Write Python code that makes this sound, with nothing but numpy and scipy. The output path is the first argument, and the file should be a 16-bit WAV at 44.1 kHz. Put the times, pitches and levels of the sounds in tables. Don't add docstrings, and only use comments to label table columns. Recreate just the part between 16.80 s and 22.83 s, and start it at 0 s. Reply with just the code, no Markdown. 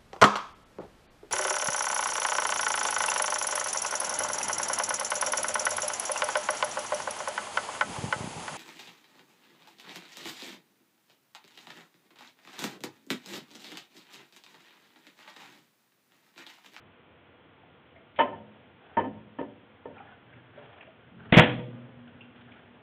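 import sys
import numpy as np
from scipy import signal
from scipy.fft import rfft, irfft
from scipy.io import wavfile
from scipy.ndimage import uniform_filter1d

SR = 44100
rng = np.random.default_rng(int(sys.argv[2]) if len(sys.argv) > 2 else 0)


def to_wav(s):
    ch = np.atleast_2d(s).T
    pcm = np.round(np.clip(ch, -1, 1) * 32767)
    wavfile.write(sys.argv[1], SR, pcm.astype(np.int16))


N = 265878


# start in seconds, crash level in dB, boom level in dB,
# ring length as a share of the free ring.
DOOR_BLOWS = [(4.5235, -16, -13, .6), (4.545, -17.5, -25.5, .5), (4.5675, -14, -10, 1.),
              (4.5732, -17, -12.5, .8), (4.5793, -13.5, -21.5, 0.18), (4.5915, -16, -10.5, .6),
              (4.636, -25.5, -32, 0.75), (4.69, -33.5, -41, .9), (4.79, -54, -34, 0.69)]
# frequency in Hz, relative level in dB per Hz.
CRASH_SPECTRUM = [(40, -40), (90, -15), (128, -4.5), (170, -16), (290, 2), (390, -9.5), (500, -5.5),
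                  (700, -8.5), (1200, -14), (2000, -9.5), (2600, -13.5), (3400, -13.5), (4400, -31),
                  (7000, -84)]
# frequency in Hz, relative level in dB, t60 of the free ring in seconds.
CABINET_MODES = [(165, 0, .13), (198, 0, .12), (60, -22, .2), (128, -10, .15), (219, -8, .15),
                 (296, -10, .2), (492, -12, .25), (615, -16, .25), (680, -14, .25), (925, -16, .2),
                 (1470, -20, .2), (1936, -22, .15), (2035, -20, .15), (2250, -20, .15), (2482, -18, .15),
                 (2757, -22, .15)]
CRASH_RISE_S, CRASH_T60_S = 0.0018, 0.2
BOOM_LAG_S = .002

# frequency in Hz, level in dB, t60 in seconds.
PANEL_HUM = [(123, -27, 1.44), (137.4, -24.5, 0.49), (202, -44, 0.46), (239, -43.5, 4.8), (243.3, -42.5, 3),
             (505, -53, 0.93), (530, -52, 2.72), (705, -45.5, 0.5), (890, -59, 0.77), (1200, -58, 2.2),
             (1480, -68, 2.5)]
GRIP_S, GRIP_DB = 3.44, -24

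# start in seconds, contact time in seconds, ring level in dB,
# brightness in dB per octave, favoured part of the shell in Hz, thud level in dB.
CONTAINER_KNOCKS = [(1.388, .006, -26, 3, 599, -46), (1.401, 0.0053, -25, 0.5, 950, -37.5),
                    (1.476, .004, -44, -0.5, 600, -49.5), (1.526, .01, -46, -1.5, 950, -41.5),
                    (2.169, 0.0051, -26, -2.5, 935, -28), (2.186, 0.0049, -30, -2, 498, -57.5),
                    (2.24, .006, -38.5, -3, 298, -56), (2.586, .0017, -37, -3, 300, -40),
                    (2.602, .007, -42.5, -4.5, 488, -53), (2.625, .003, -51.5, -1.5, 955, -50),
                    (3.055, 0.0023, -45.5, -4, 512, -43), (3.1, .006, -55, -4, 300, -46)]
# frequency in Hz, relative level in dB, t60 in seconds.
CONTAINER_MODES = [(268.3, -3.5, 0.29), (378.8, -8.5, 0.38), (501, -4, 0.21), (583, -5.5, 0.27),
                   (618.4, 0, 0.089), (701, -13.5, 0.42), (775, -12, 0.34), (877, -10, .1),
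                   (919.6, 8, 0.085), (1037, -4, 0.14), (1258, -2, 0.082), (1288, -22.5, 0.23),
                   (1532, -21, 0.069), (1770, 1, .11), (1900, -19, 0.17), (2110, -13, 0.046),
                   (2270, -30.5, 0.103), (2620, -19.5, 0.17), (2975, -15, 0.13), (3060, -9, 0.096),
                   (3113, -10, 0.043)]
# frequency in Hz, relative level in dB per Hz.
CLATTER_SPECTRUM = [(35, -47.5), (60, -20), (433, -2), (597, -1.5), (837, -12), (910, -5), (1170, -16.5),
                    (1790, -13.5), (3400, -25.5), (4420, -50), (7480, -120)]
# frequency in Hz, relative level in dB, t60 in seconds.
SHELF_MODES = [(104.7, -10, 0.94), (166, -15.5, 0.9), (213.4, -9, 1)]
FAVOUR_DB, FAVOUR_OCTAVES = 8., 0.31

JUDDER_FROM_S, JUDDER_GAP_S, JUDDER_HZ, JUDDER_DB, JUDDER_T60_S = 4.321, .0225, 188, -40, 0.056

# start in seconds, level in dB before the spread shifts it, pitch in Hz,
# pitch spread as a share of the pitch (kept within 0.01 to 0.3 when used).
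SMALL_TICKS = [(.78, -52, 876, 0), (.833, -51, 726, .15), (1.159, -46, 662, .15),
               (1.158, -47.5, 2132, 0.12), (1.378, -39.5, 707, 0.26), (2.11, -50.5, 757, 0),
               (3.165, -40, 794, .08), (3.168, -48, 1370, .08), (3.18, -46.5, 2407, .12),
               (3.201, -38, 808, .08), (3.205, -45.5, 1305, 0.11), (3.269, -53, 1740, 0.1),
               (3.322, -47, 1490, 0.01), (3.32, -55, 750, .03), (3.535, -51.5, 2270, 0.15),
               (3.774, -40, 576, .07), (3.776, -40.5, 419, 0.04), (4.008, -42.5, 2300, 0.24),
               (4.075, -45, 648, .15), (5.273, -48, 1480, 0.1), (5.275, -51, 2920, 0.16),
               (5.407, -44.5, 2742, 0.15), (5.56, -53.5, 3020, 0.2), (5.61, -51.5, 2920, 0.26),
               (5.717, -51, 2190, .11), (5.718, -50, 2920, 0.18)]
TICK_T60_S = 0.07
# frequency in Hz, relative level in dB per Hz.
SLIDE_SPECTRUM = [(700, -56), (1400, -12), (2000, -3), (3400, -2), (5000, -30)]
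SLIDE_S, SLIDE_DB, SLIDE_T60_S = 1.36, -51, .2

# start in seconds, length in seconds up to the half-faded point,
# rustle level in dB, low rumble level in dB, scrape level in dB.
MOVEMENTS = [(1.64, 0.27, -66, -64.5, -81), (2.002, 0.21, -61, -74.5, -66.5), (3.126, 0.25, -61, -71, -65),
             (3.454, 0.36, -68.5, -61.5, -67), (3.752, 0.33, -58, -63, -68), (4.17, 0.16, -84, -64, -69),
             (4.37, 0.29, -59.5, -54.5, -59.5), (4.89, 0.34, -63, -54.5, -68.5),
             (5.256, 0.27, -67, -57.5, -69), (5.538, 0.36, -63, -61, -65.5), (5.93, .1, -65, -68, -73)]
# frequency in Hz, relative level in dB per Hz.
RUSTLE_SPECTRUM = [(210, -35), (350, -21), (408, 10.5), (547, -10.5), (614, 7), (1100, -2.5), (1590, -8),
                   (3400, -9), (4420, -24.5), (7480, -120)]
# frequency in Hz, relative level in dB per Hz.
RUMBLE_SPECTRUM = [(24, -66.5), (40, -34), (119, 2.5), (212, -17), (252, -3.5), (350, -19.5), (400, -15),
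                   (520, -21), (880, -120)]
# frequency in Hz, relative level in dB per Hz.
SCRAPE_SPECTRUM = [(900, -31.5), (1400, 1), (1620, 1.5), (1850, -2.5), (2600, -24.5)]
MOVE_RISE_S, MOVE_FALL_S = 0.023, 0.11
GRAIN_DB, GUST_DB = 2.26, 2.5

# frequency in Hz, relative level in dB per Hz.
AIR_SPECTRUM = [(18, -74.5), (30, -39.5), (81, -2), (132, -5), (356, -7), (393, -11), (489, -6), (540, -11),
                (3400, -22), (4420, -34.5), (7480, -120)]
AIR_DB = -58
WHINE_HZ, WHINE_DB = 1410, -75

# frequency in Hz, t60 in seconds.
WORKSHOP_T60 = [(60, 0.57), (250, 0.84), (500, 0.8), (1000, 0.48), (2000, 0.43), (4000, 0.55)]

# frequency in Hz, gain in dB.
MIC_RESPONSE = [(20, -15), (50, -4.5), (110, -1), (3350, 2.5), (3600, -2), (3900, -6), (4300, -12.5),
                (4600, -53), (4900, -88.5)]
CEILING = .71
EDGE_HZ = 15750
HISS_DB = -105


def gain_of(db):
    return 10 ** (np.asarray(db) / 20)


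def read(points, hz):
    f, value = np.transpose(points)
    return np.interp(np.log(hz + 1), np.log(f + 1), value)


def add(mix, start_s, sound):
    part = mix[round(start_s * SR):][:len(sound)]
    part += sound[:len(part)]


def noise(spectrum, count):
    bins = rfft(rng.standard_normal(count))
    bins = bins * gain_of(read(spectrum, np.fft.rfftfreq(count, 1 / SR)))
    x = irfft(bins, count)
    return x / np.sqrt(np.mean(x ** 2))


def ring(modes, seconds, rise=.0003, rattle=0.):
    hz, db, t60 = np.transpose(modes)[:, :, None]
    t = np.arange(round(seconds * SR)) / SR
    steps = rng.standard_normal((2, len(modes), len(t) // 256 + 2))
    at = np.arange(len(t)) / 256
    points = np.arange(steps.shape[2])
    walks = np.cumsum(steps[0], axis=1)
    drift = np.array([np.interp(at, points, w - w[0]) for w in walks])
    lumps = np.array([np.interp(at, points, w) for w in uniform_filter1d(steps[1], size=3)])
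    level_db = db - 60 * t / t60 + 9 * rattle * lumps * np.minimum(t / 0.034, 1)
    sines = gain_of(level_db) * np.sin(2 * np.pi * hz * t + rattle * drift)
    return sines.sum(0) * (1 - np.exp(-t / rise))


def burst(spectrum, rise, t60, lumpy_db=0.):
    t = np.arange(SR // 2) / SR
    lumps = uniform_filter1d(rng.standard_normal(len(t)), size=300)
    level_db = lumpy_db * lumps / lumps.std() - 60 * t / t60
    return noise(spectrum, count=len(t)) * (1 - np.exp(-t / rise)) * gain_of(level_db)


def slam():
    out = np.zeros(N)
    for start_s, crash_db, boom_db, share in DOOR_BLOWS:
        crash = burst(CRASH_SPECTRUM, CRASH_RISE_S, CRASH_T60_S, lumpy_db=2.5)
        add(out, start_s, gain_of(crash_db) * crash)
        modes = [(hz, db + boom_db, share * free) for hz, db, free in CABINET_MODES]
        add(out, start_s + BOOM_LAG_S, ring(modes, 0.68, 0.00087, rattle=0.17))
    return out


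def hum():
    out = np.zeros(N)
    main_blow_s = DOOR_BLOWS[2][0]
    add(out, main_blow_s, ring(PANEL_HUM, 2.6, 0.0065, rattle=0.14))
    add(out, GRIP_S, gain_of(GRIP_DB) * ring(PANEL_HUM[:1], 0.96, .04, rattle=0.2))
    return out


def shell_colour(hz, bright_db, part_hz):
    near = np.exp(-(np.log2(hz / part_hz) / FAVOUR_OCTAVES) ** 2)
    tilt = bright_db * np.log2(np.clip(hz, 300, 3000) / 600)
    return tilt + FAVOUR_DB * near


def knocks():
    out = np.zeros(N)
    for start_s, contact_s, ring_db, bright_db, part_hz, thud_db in CONTAINER_KNOCKS:
        modes = [(hz, db + ring_db + shell_colour(hz, bright_db, part_hz), t60)
                 for hz, db, t60 in CONTAINER_MODES]
        add(out, start_s, ring(modes, .5, contact_s, rattle=0.64))
        spectrum = [(hz, db + shell_colour(hz, bright_db, part_hz)) for hz, db in CLATTER_SPECTRUM]
        clatter = burst(spectrum, contact_s / 2, 0.16, lumpy_db=2.5)
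        add(out, start_s, gain_of(ring_db + 2.5) * clatter)
        add(out, start_s, gain_of(thud_db) * ring(SHELF_MODES, 0.67, .004, rattle=0.5))
    return out


def judder(count=7):
    out = np.zeros(N)
    for k in range(count):
        slip = ring([(JUDDER_HZ, JUDDER_DB, JUDDER_T60_S)], 0.18, .003, rattle=.2)
        add(out, JUDDER_FROM_S + k * JUDDER_GAP_S, slip)
    return out


def ticks():
    out = np.zeros(N)
    for start_s, db, hz, spread in SMALL_TICKS:
        width = np.clip(spread, .01, .3)
        band = [(hz / 4, -80), (hz * (1 - 2.5 * width), -25), (hz * (1 - width), 0),
                (hz * (1 + width), 0), (hz * (1 + 3 * width), -25), (hz * 4, -80)]
        add(out, start_s, ring([(hz, db - 40 * width, TICK_T60_S)], 0.21, 0.0019, rattle=0.17))
        puff = burst(band, 0.0018, TICK_T60_S, lumpy_db=-2.0)
        add(out, start_s, gain_of(db - 9 + 20 * width) * puff)
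    return out


def slide():
    out = np.zeros(N)
    add(out, SLIDE_S, gain_of(SLIDE_DB) * burst(SLIDE_SPECTRUM, .002, SLIDE_T60_S, lumpy_db=1.5))
    return out


def uneven(size, depth_db):
    wander = uniform_filter1d(uniform_filter1d(rng.standard_normal(N), size=size), size=size)
    return gain_of(depth_db * wander / wander.std())


def motion():
    t, out = np.arange(N) / SR, np.zeros(N)
    grain = uneven(500, GRAIN_DB)
    gusts = uneven(1500, GUST_DB)
    rustle = grain * noise(RUSTLE_SPECTRUM, count=N)
    rumble = gusts * noise(RUMBLE_SPECTRUM, count=N)
    scrape = grain * noise(SCRAPE_SPECTRUM, count=N)
    for start_s, length_s, *levels_db in MOVEMENTS:
        rise = (t - start_s) / MOVE_RISE_S
        fall = (start_s + length_s - t) / MOVE_FALL_S + .5
        shape = np.clip(np.minimum(rise, fall), 0, 1)
        out += shape * (gain_of(levels_db) @ [rustle, rumble, scrape])
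    return out


def air():
    waver = uniform_filter1d(rng.standard_normal(N), size=4000)
    whine_hz = WHINE_HZ + 4 * waver / waver.std()
    whine = np.sin(2 * np.pi * np.cumsum(whine_hz) / SR)
    return gain_of(AIR_DB) * noise(AIR_SPECTRUM, count=N) + gain_of(WHINE_DB) * whine


def workshop_echo(x):
    taps = np.zeros(SR)
    at = np.arange(300, SR - 20, 20) + rng.integers(0, 20, (SR - 301) // 20)
    taps[at] = rng.choice([-1., 1.], len(at))
    hz, t, bands = signal.stft(taps, SR, nperseg=512)
    decay = gain_of(-60 * t / read(WORKSHOP_T60, hz)[:, None])
    tail = signal.istft(bands * decay, SR, nperseg=512)[1]
    return signal.fftconvolve(x, tail / np.linalg.norm(tail))[:N]


def scene():
    container, door = knocks(), slam()
    small = ticks() + slide() + judder()
    wet = workshop_echo(gain_of(-15.5) * container + gain_of(-13.5) * door + gain_of(-4.5) * small)
    return (container + door + hum() + small + wet + motion() + air())[None]


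def record(dry):
    hz = np.fft.rfftfreq(N, 1 / SR)
    narrow = irfft(rfft(dry) * gain_of(read(MIC_RESPONSE, hz)), N)
    clipped = np.clip(narrow, -CEILING, CEILING)
    low_pass = signal.firwin(511, EDGE_HZ, window=("kaiser", 9), fs=SR)
    limited = signal.oaconvolve(clipped, low_pass[None], "same")
    hiss = gain_of(HISS_DB) * np.diff(rng.standard_normal(N + 1))
    return limited + hiss


dry = scene()
out = record(dry)
to_wav(out)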